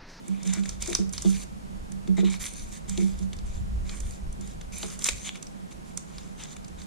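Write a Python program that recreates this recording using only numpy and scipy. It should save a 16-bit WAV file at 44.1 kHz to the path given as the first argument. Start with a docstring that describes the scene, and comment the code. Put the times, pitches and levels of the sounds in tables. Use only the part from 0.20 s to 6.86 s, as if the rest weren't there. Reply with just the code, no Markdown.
"""A workbench in a room, heard by a camera's two microphone ports on an overhead arm.
Below, fingers press and rub foil tape onto a metal frame: strokes are clumped friction noise ringing
foil and frame, and folding creases snap as short pitched flips with fizz. Pushes knock the bench and swing
the arm, decaying sines that reach the ports in opposite phase. Room air and rumble, both shaped noise, lie below."""
import sys
import numpy as np
from scipy import signal
from scipy.fft import rfft, irfft, next_fast_len
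from scipy.io import wavfile
from scipy.ndimage import uniform_filter1d, map_coordinates

SR = 44100
rng = np.random.default_rng(int(sys.argv[2]) if len(sys.argv) > 2 else 0)


def output_pcm(signal):
    """Save a mono or channel-first signal as 16-bit PCM at the path in sys.argv[1].

    Samples are clipped to [-1, 1] before scaling.
    """
    pcm = np.clip(np.atleast_2d(signal).T, -1, 1) * 32767
    wavfile.write(sys.argv[1], SR, np.round(pcm).astype(np.int16))


N = 293873
OPPOSED = np.array([[1], [-1]])  # left and right port in opposite phase


def amp(db):
    """Gain of a dB value."""
    return 10 ** (np.asarray(db) / 20)


def unit(x):
    """Scaled to rms 1."""
    return x / np.sqrt(np.mean(x ** 2) + 1e-20)


def along(points, hz):
    """(Hz, value) points read on a log frequency axis."""
    f, v = np.transpose(points)
    return np.interp(np.log(hz + 1), np.log(f + 1), v)


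def curves(rows):
    """One value per sample for each column after the time."""
    s, *cols = np.transpose(rows)
    return [np.interp(np.arange(N) / SR, s, c) for c in cols]


def wobble(rate):
    """A smooth random curve, rate knots a second."""
    knots = rng.standard_normal(int(N * rate / SR) + 4)
    return map_coordinates(knots, [np.arange(N) * rate / SR])


def filtered(x, response):
    """x times a complex response of frequency."""
    m = next_fast_len(N + SR // 2)
    return irfft(rfft(x, m) * response(np.fft.rfftfreq(m, 1 / SR)), m)[..., :N]


def resonant(x, modes):
    """x through parallel (Hz, width Hz, dB) resonances, neighbours with opposite sign."""
    def response(f):
        total = 0
        for k, (centre, width, db) in enumerate(modes):
            damping = 1j * f * width
            total = total + (-1) ** k * amp(db) * damping / (centre ** 2 - f ** 2 + damping)
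        return total
    return filtered(x, response)


def coloured(spectrum):
    """Noise of rms 1 with a (Hz, dB) spectrum."""
    return unit(filtered(rng.standard_normal(N), lambda hz: amp(along(spectrum, hz))))


# Rumble in the room. Each row: time in seconds, level in dB before its random lumps.
RUMBLE_LEVEL = [(0, -62), (.55, -41), (1.4, -42), (2.2, -49.5), (2.85, -44.5), (3.05, -34), (3.75, -36.5),
                (4.5, -45), (5.1, -53.5), (6.66, -52.5)]
# Colour of the rumble. Each row: frequency in Hz, relative density in dB per Hz.
RUMBLE_COLOUR = [(10, -17), (18, -1.5), (55, -1.5), (160, -22.5), (700, -120)]
# The arm's low sway, opposed at the ports, passed twice. Each row: frequency in Hz, width in Hz, relative dB.
SWAY_MODES = [(51, 29, 20), (97.5, 23, 2)]
# Room air common to both ports. Each row: frequency in Hz, relative density in dB per Hz.
AIR_COMMON = [(53, -15), (90, -22), (148, 5), (450, -11), (1200, -18.5), (4800, -25), (6800, -23.5),
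              (10500, -28), (16000, -45)]
# Room air opposed between the ports. Each row: frequency in Hz, relative density in dB per Hz.
AIR_OPPOSED = [(90, -19.5), (122, -33), (196, -7.5), (219, -25), (753, -20), (2830, -40), (14000, -51.5)]


def air():
    """Steady noise of the room air, and a lumpy rumble partly shared and partly opposed at the ports."""
    common = amp(-51.0) * coloured(AIR_COMMON)
    opposed = amp(-48.0) * coloured(AIR_OPPOSED)
    lumps_db = 2 * wobble(5) + 3 * wobble(14)
    level = amp(curves(RUMBLE_LEVEL)[0] + lumps_db)
    shared = level * coloured(RUMBLE_COLOUR)
    sway = unit(resonant(resonant(rng.standard_normal(N), SWAY_MODES), SWAY_MODES))
    sway = amp(-6.0) * level * sway
    left = shared + sway + common + opposed
    right = 1.08 * (shared - sway) + common - opposed
    return np.array([left, right])


def scrape(spike_db=3, clump_db=1.2, patch_db=3.5):
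    """Friction: noise with bigger slips in clumps, its colour shifting in patches as the foil bends."""
    clumps_db = clump_db * (wobble(60) + wobble(250))
    slips = amp(spike_db * rng.exponential(size=N) + clumps_db)
    z = signal.stft(slips * rng.standard_normal(N), nperseg=256)[2]
    patches = uniform_filter1d(rng.standard_normal(z.shape), size=3, axis=0)  # across frequency
    patches = uniform_filter1d(patches, size=30, axis=1)  # across time
    return signal.istft(z * amp(patch_db * unit(patches)), nperseg=256)[1][:N]


def wrinkles(count):
    """Tiny wrinkles, each a few fast-dying cycles at a pitch of its own; rms 1 together."""
    when, pitch = rng.random(count), rng.standard_normal(count)
    size = np.minimum(rng.exponential(size=count), 3)[:, None]
    hz = np.minimum(6200 * np.exp(.35 * pitch), SR / 4)[:, None]
    t = np.arange(200) / SR
    decay = amp(5.9 * size - 60 * t * hz / 12)  # falls 60 dB in 12 cycles
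    grains = decay * np.sin(2 * np.pi * hz * t) * (1 - np.exp(-t / .0001))
    places = (when * N).astype(int)[:, None] + np.arange(len(t))
    return unit(np.bincount(places.ravel(), grains.ravel(), N + SR)[:N])


# Resonances of the foil. Each row: frequency in Hz, width in Hz, relative level in dB.
FOIL_MODES = [(4380, 2300, -15), (6100, 630, -3.5), (7150, 666, -2.5), (9680, 1230, -14), (12900, 830, -24)]
# Resonances of the metal frame. Each row: frequency in Hz, width in Hz, relative level in dB.
FRAME_MODES = [(1096, 410, 3), (2287, 330, 10.5), (3694, 480, 8)]
# Finger strokes. Each row: start in seconds, length in seconds, rustle in relative dB,
# frame ring against rustle in relative dB, crest as a share of the length (0-1, kept within .05-.95).
STROKES = [(0.006, 0.41, -62, 2.5, 0.27), (0.245, 0.094, -47, -3, 0.23), (0.324, 0.12, -45.5, -2, 0.07),
           (0.416, 0.17, -49, -3, 0.45), (0.594, 0.22, -40.5, -6, 0.21), (0.758, 0.1, -51, -5, 0.1),
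           (0.918, 0.26, -47, -7, 0.13), (1.017, 0.23, -42.5, -8, 0.91), (1.964, 0.072, -49, 3, 0.2),
           (2.035, 0.068, -52, 5.5, 0.44), (2.097, 0.097, -47, -2, 0), (2.187, 0.13, -39.5, -9.5, 0.36),
           (2.299, 0.26, -49, -9.5, 0), (2.504, 0.1, -49.5, -6, 0.43), (2.675, 0.34, -47.5, -5.5, 0.04),
           (2.966, 0.11, -57.5, -6, 0.36), (3.24, 0.22, -58.5, -5, 0.24), (3.619, 0.18, -49, -5.5, 0.89),
           (3.792, 0.25, -54, -9.5, 0), (4.194, 0.18, -56.5, -6.5, 0.3), (4.514, 0.16, -45, -8, 0.24),
           (4.611, 0.22, -46, -7.5, 0.01), (4.791, 0.058, -41.5, -8, 0.74), (4.851, 0.036, -27.5, -7, 0.26),
           (4.87, 0.078, -39.5, -5.5, 0.22), (4.93, 0.14, -47.5, -5.5, 0.5),
           (5.034, 0.065, -39.5, -1, 0.78), (5.137, 0.053, -53, 1.5, .4), (5.503, 0.04, -54.5, -3, 0.55),
           (5.636, 0.098, -57.5, -5.5, 0.6), (5.867, 0.32, -58.5, -1, 0.09), (6.162, 0.098, -49.5, -1, 1),
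           (6.247, 0.11, -52, -1.5, 0.5), (6.567, 0.089, -52, -2.5, 0.52)]
HOLD = 1.67  # flatness of a stroke's crest
DAMPING = 0.86  # dB that the foil's top modes lose for each dB of frame ring


def strokes():
    """Skin on foil: slips ring the foil and the frame under it; more frame ring dulls the foil."""
    press = np.zeros((3, N))  # on the foil's body, its top modes and the frame
    for s, length, db, frame_db, crest in STROKES:
        span = slice(round(s * SR), min(round((s + length) * SR), N))
        way = np.linspace(0, 1, span.stop - span.start)
        crest = np.clip(crest, .05, .95)
        shape = np.clip(HOLD * np.minimum(way / crest, (1 - way) / (1 - crest)), 0, 1)
        shape = np.sin(shape * np.pi / 2) ** 2  # swells and fades without corners
        levels_db = db + np.array([[0], [-DAMPING * frame_db], [frame_db]])
        press[:, span] += amp(levels_db) * shape
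    body, top, under = press * amp(1.8 * wobble(22))  # the finger catches and slides
    slips = np.array([unit(scrape()), unit(scrape())])  # two stretches of the tape
    frame = under * unit(resonant(scrape(), FRAME_MODES))
    crackle = amp(-10) * body * wrinkles(count=2500)
    foil_body = amp(14.5) * body * resonant(slips, FOIL_MODES[:3])
    foil_top = amp(11.5) * top * resonant(slips, FOIL_MODES[3:])
    return foil_body - foil_top + frame + crackle


# The arm, one row: frequency in Hz, left gain in dB, right gain in dB, time to fall 60 dB in seconds.
ARM_MODE = (191.7, 5.84, 12.3, 0.31)
# Ringing of the bench. Each row: frequency in Hz, left gain in dB, right gain in dB, 60 dB fall in seconds.
BENCH_MODES = [(358.3, 17.5, -10, 0.2), (433, 9.5, 3.5, 0.32), (493, -3, -16.5, 0.085),
               (672, 2, -34, 0.082), (808, -3.5, -17, 0.064)]
# Pushes on the bench. Each row: start in seconds, arm swing in dB before the port gains,
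# knock against swing in dB before its scatter and port gains, brightness of the knock in dB per octave.
PUSHES = [(0.08, -20.5, -36.5, 0), (0.252, -18.5, -36, 3), (0.369, -23, -28, 7), (0.682, -45, 4, 3),
          (0.706, -45.5, 3, 1), (0.789, -23, -16.5, -3), (1.048, -15.5, -23, 5), (1.698, -26.5, -39.5, 0),
          (1.879, -16.5, -25.5, -16), (1.98, -21.5, -17, 10.5), (2.03, -20.5, -23.5, -11),
          (2.658, -19.5, -46.5, 7), (2.779, -24.5, -17, 3.5), (2.819, -22.5, -22, -17),
          (2.997, -24.5, -31, 0), (4.187, -34, -25.5, 7), (4.632, -36, -15, 17.5)]
WIND_UP_S = 0.0058  # rise of the swing when knock and swing are equal
WIND_UP_SLOPE = 0.46  # dB slower for each dB that the knock is softer


def pushes():
    """Each push knocks the bench's modes and winds up the arm, which swings on over a soft random stir."""
    out, t = np.zeros((2, N + SR)), np.arange(SR // 2) / SR
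    drift = 1.2 * wobble(9)  # the arm's phase drift (rad)
    blur = .035  # loose parts blur the bench's ring: random phase step (rad per sample)
    hz, left_db, right_db, t60 = ARM_MODE
    ports = amp([[left_db], [right_db]]) * OPPOSED
    for s, db, knock_db, bright_db in PUSHES:
        start = round(s * SR)
        span = slice(start, start + len(t))
        rise = max(WIND_UP_S * amp(-WIND_UP_SLOPE * knock_db), .003)
        swing = (1 - np.exp(-(t / rise) ** 2)) * amp(db - 60 * t / t60)
        # the phase follows the scene's clock, in step with the running swing
        phase = 2 * np.pi * hz * (t + start / SR) + np.resize(drift[start:], len(t))
        out[:, span] += ports * swing * np.sin(phase)
        for mode_hz, l_db, r_db, life in BENCH_MODES:
            scatter_db = rng.normal(0, 2.5)
            tilt_db = bright_db * np.log2(mode_hz / BENCH_MODES[0][0])
            ring = amp(db + knock_db + scatter_db + tilt_db - 60 * t / life)
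            ring = ring * (1 - np.exp(-t / 0.0012))
            phase = 2 * np.pi * mode_hz * t + np.cumsum(blur * rng.standard_normal(len(t)))
            out[:, span] += amp([[l_db], [r_db]]) * OPPOSED * ring * np.sin(phase)
    stir = unit(resonant(rng.standard_normal(N), [(hz, 14, 0)]))
    return out[:, :N] + ports * amp(-53 + 0.45 * wobble(2.4)) * stir


# Creases snapping. Each row: start in seconds, strength in relative dB, pitch in Hz.
SNAPS = [(0.0816, -21.5, 7740), (0.232, -20.5, 6560), (0.275, -18.5, 6370), (0.3361, -10, 7140),
         (0.436, -28.5, 3500), (0.4561, -30.5, 2050), (0.4926, -12.5, 6160), (0.624, -10, 7150),
         (0.6608, -17, 6740), (0.676, -14, 6950), (0.701, -16, 7200), (0.729, -22, 2350),
         (0.7508, -3, 5620), (0.893, -25, 6940), (0.9348, -14, 6740), (0.98, -14, 4950),
         (1.0219, -13.5, 7000), (1.72, -23, 7260), (1.875, -31, 3230), (2.048, -31.5, 2600),
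         (2.2633, -16, 7550), (2.337, -22.5, 7580), (2.6954, -15.5, 7250), (2.776, -21, 3540),
         (2.99, -26.5, 6500), (3.029, -30, 6000), (3.131, -24.5, 3680), (3.167, -29, 6800),
         (3.188, -28.5, 4730), (3.6938, -23, 4000), (3.804, -18, 7060), (3.909, -24, 7040),
         (4.127, -26, 7740), (4.211, -26.5, 7040), (4.276, -25, 7100), (4.412, -30.5, 3030),
         (4.584, -19, 8850), (4.6301, -17, 3650), (4.665, -21, 7600), (4.702, -24, 5510),
         (4.792, -16.5, 7000), (4.8214, -23, 3680), (4.8434, -4, 6850), (4.8869, -10, 2410),
         (5.155, -33, 2270), (5.227, -17.5, 6650), (5.269, -26, 5500), (5.775, -10.5, 6940),
         (5.983, -23.5, 4730), (6.237, -19.5, 6800), (6.365, -36, 2140), (6.446, -28, 4730),
         (6.482, -29, 6750), (6.618, -28.5, 4500)]
# The dull body of a jolt, one row: frequency in Hz, width in Hz, relative level in dB.
THUD_MODE = (370, 340, -9)


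def snaps():
    """A crease flips: a few cycles at its pitch, a short fizz, and a jolt into foil and frame."""
    out, jolt, t = np.zeros(N + SR), np.zeros(N + SR), np.arange(SR // 25) / SR
    rise = 1 - np.exp(-t / 0.00071)
    for s, db, hz in SNAPS:
        start = round(s * SR)
        span = slice(start, start + len(t))
        cycles = hz * t - 1.5
        flip = np.cos(2 * np.pi * cycles) * np.exp(-(cycles / 1.65) ** 2)
        band = signal.butter(3, [hz * 0.7, min(hz * 1.41, 18000)], "band", fs=SR)
        fizz = unit(signal.lfilter(*band, rng.standard_normal(len(t))))
        fizz = fizz * np.exp(-t / 0.0021) * rise
        # hard snaps have more clean flip against the fizz
        out[span] += amp(db) * (amp(0.2 * (db - 10)) * flip + 0.2 * fizz)
        burst = amp(db - 60 * t / 0.025) * rng.standard_normal(len(t)) * rise
        jolt[span] += burst * (4000 / hz) ** 2.03  # low-pitched, big creases jolt more
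    out, jolt = out[:N], jolt[:N]
    foil = amp(-1.0) * resonant(jolt, FOIL_MODES)
    frame = amp(-15.0) * resonant(jolt, FRAME_MODES)
    return out + foil + frame + resonant(jolt, [THUD_MODE])


# Shading by the camera body, before each port's share. Each row: frequency in Hz, left against right in dB.
PORT_SHADE = [(1900, 5.5), (3000, 0), (6800, 1.5), (8800, -11), (11500, -2.5)]
# Scatter by the housing between the ports. Each row: frequency in Hz, angle in rad before the cap at a
# quarter turn.
PORT_TURN = [(4200, 0.094), (8000, 1.68), (13000, 1.5)]


def ports_hear(x, elsewhere):
    """The body shades each port; the right hears treble phase-scattered and from another stretch of tape."""
    knots = rng.standard_normal(40)

    def turn(hz):
        return np.clip(along(PORT_TURN, hz), 0, np.pi / 2)

    def right_response(hz):
        scatter = map_coordinates(knots, [hz / hz[-1] * (len(knots) - 1)])
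        heard = amp(-along(PORT_SHADE, hz) * 0.63) * np.exp(1j * turn(hz) * scatter)
        return heard * [np.cos(turn(hz)), np.sin(turn(hz))]  # shares of the two stretches

    left = filtered(x, lambda hz: amp(along(PORT_SHADE, hz) * 0.67))
    right = filtered(np.array([x, elsewhere]), right_response).sum(axis=0)
    return np.array([left, right])


# Decay of the room. Each row: frequency in Hz, time to fall 60 dB in seconds.
ROOM_DECAY = [(1000, 0.44), (14000, 0.26)]


def room(x):
    """The room's answer is a noise tail, each frequency dying at its own speed."""
    hz, t, z = signal.stft(rng.standard_normal((2, SR // 3)), SR, nperseg=256)
    decay = amp(-60 * t / along(ROOM_DECAY, hz)[:, None])
    tail = signal.istft(z * decay, SR, nperseg=256)[1]
    tail = tail / np.linalg.norm(tail[0])
    delayed = np.pad(x, (200, 0))[None]  # 200 samples late
    return signal.fftconvolve(delayed, tail, axes=1)[:, :N]


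def scene():
    """Foil, bench and room at the two ports."""
    foil, elsewhere = strokes() + snaps()
    return ports_hear(foil, elsewhere) + amp(-10.0) * room(foil) + pushes() + air()


TOP_HZ = 16400  # band limit


def record(dry):
    """The microphones fade in the top octave; nothing is kept above the band limit."""
    return filtered(dry, lambda hz: (hz < TOP_HZ) / np.sqrt(1 + (hz / 14500) ** 16))


dry = scene()
out = record(dry)
output_pcm(out)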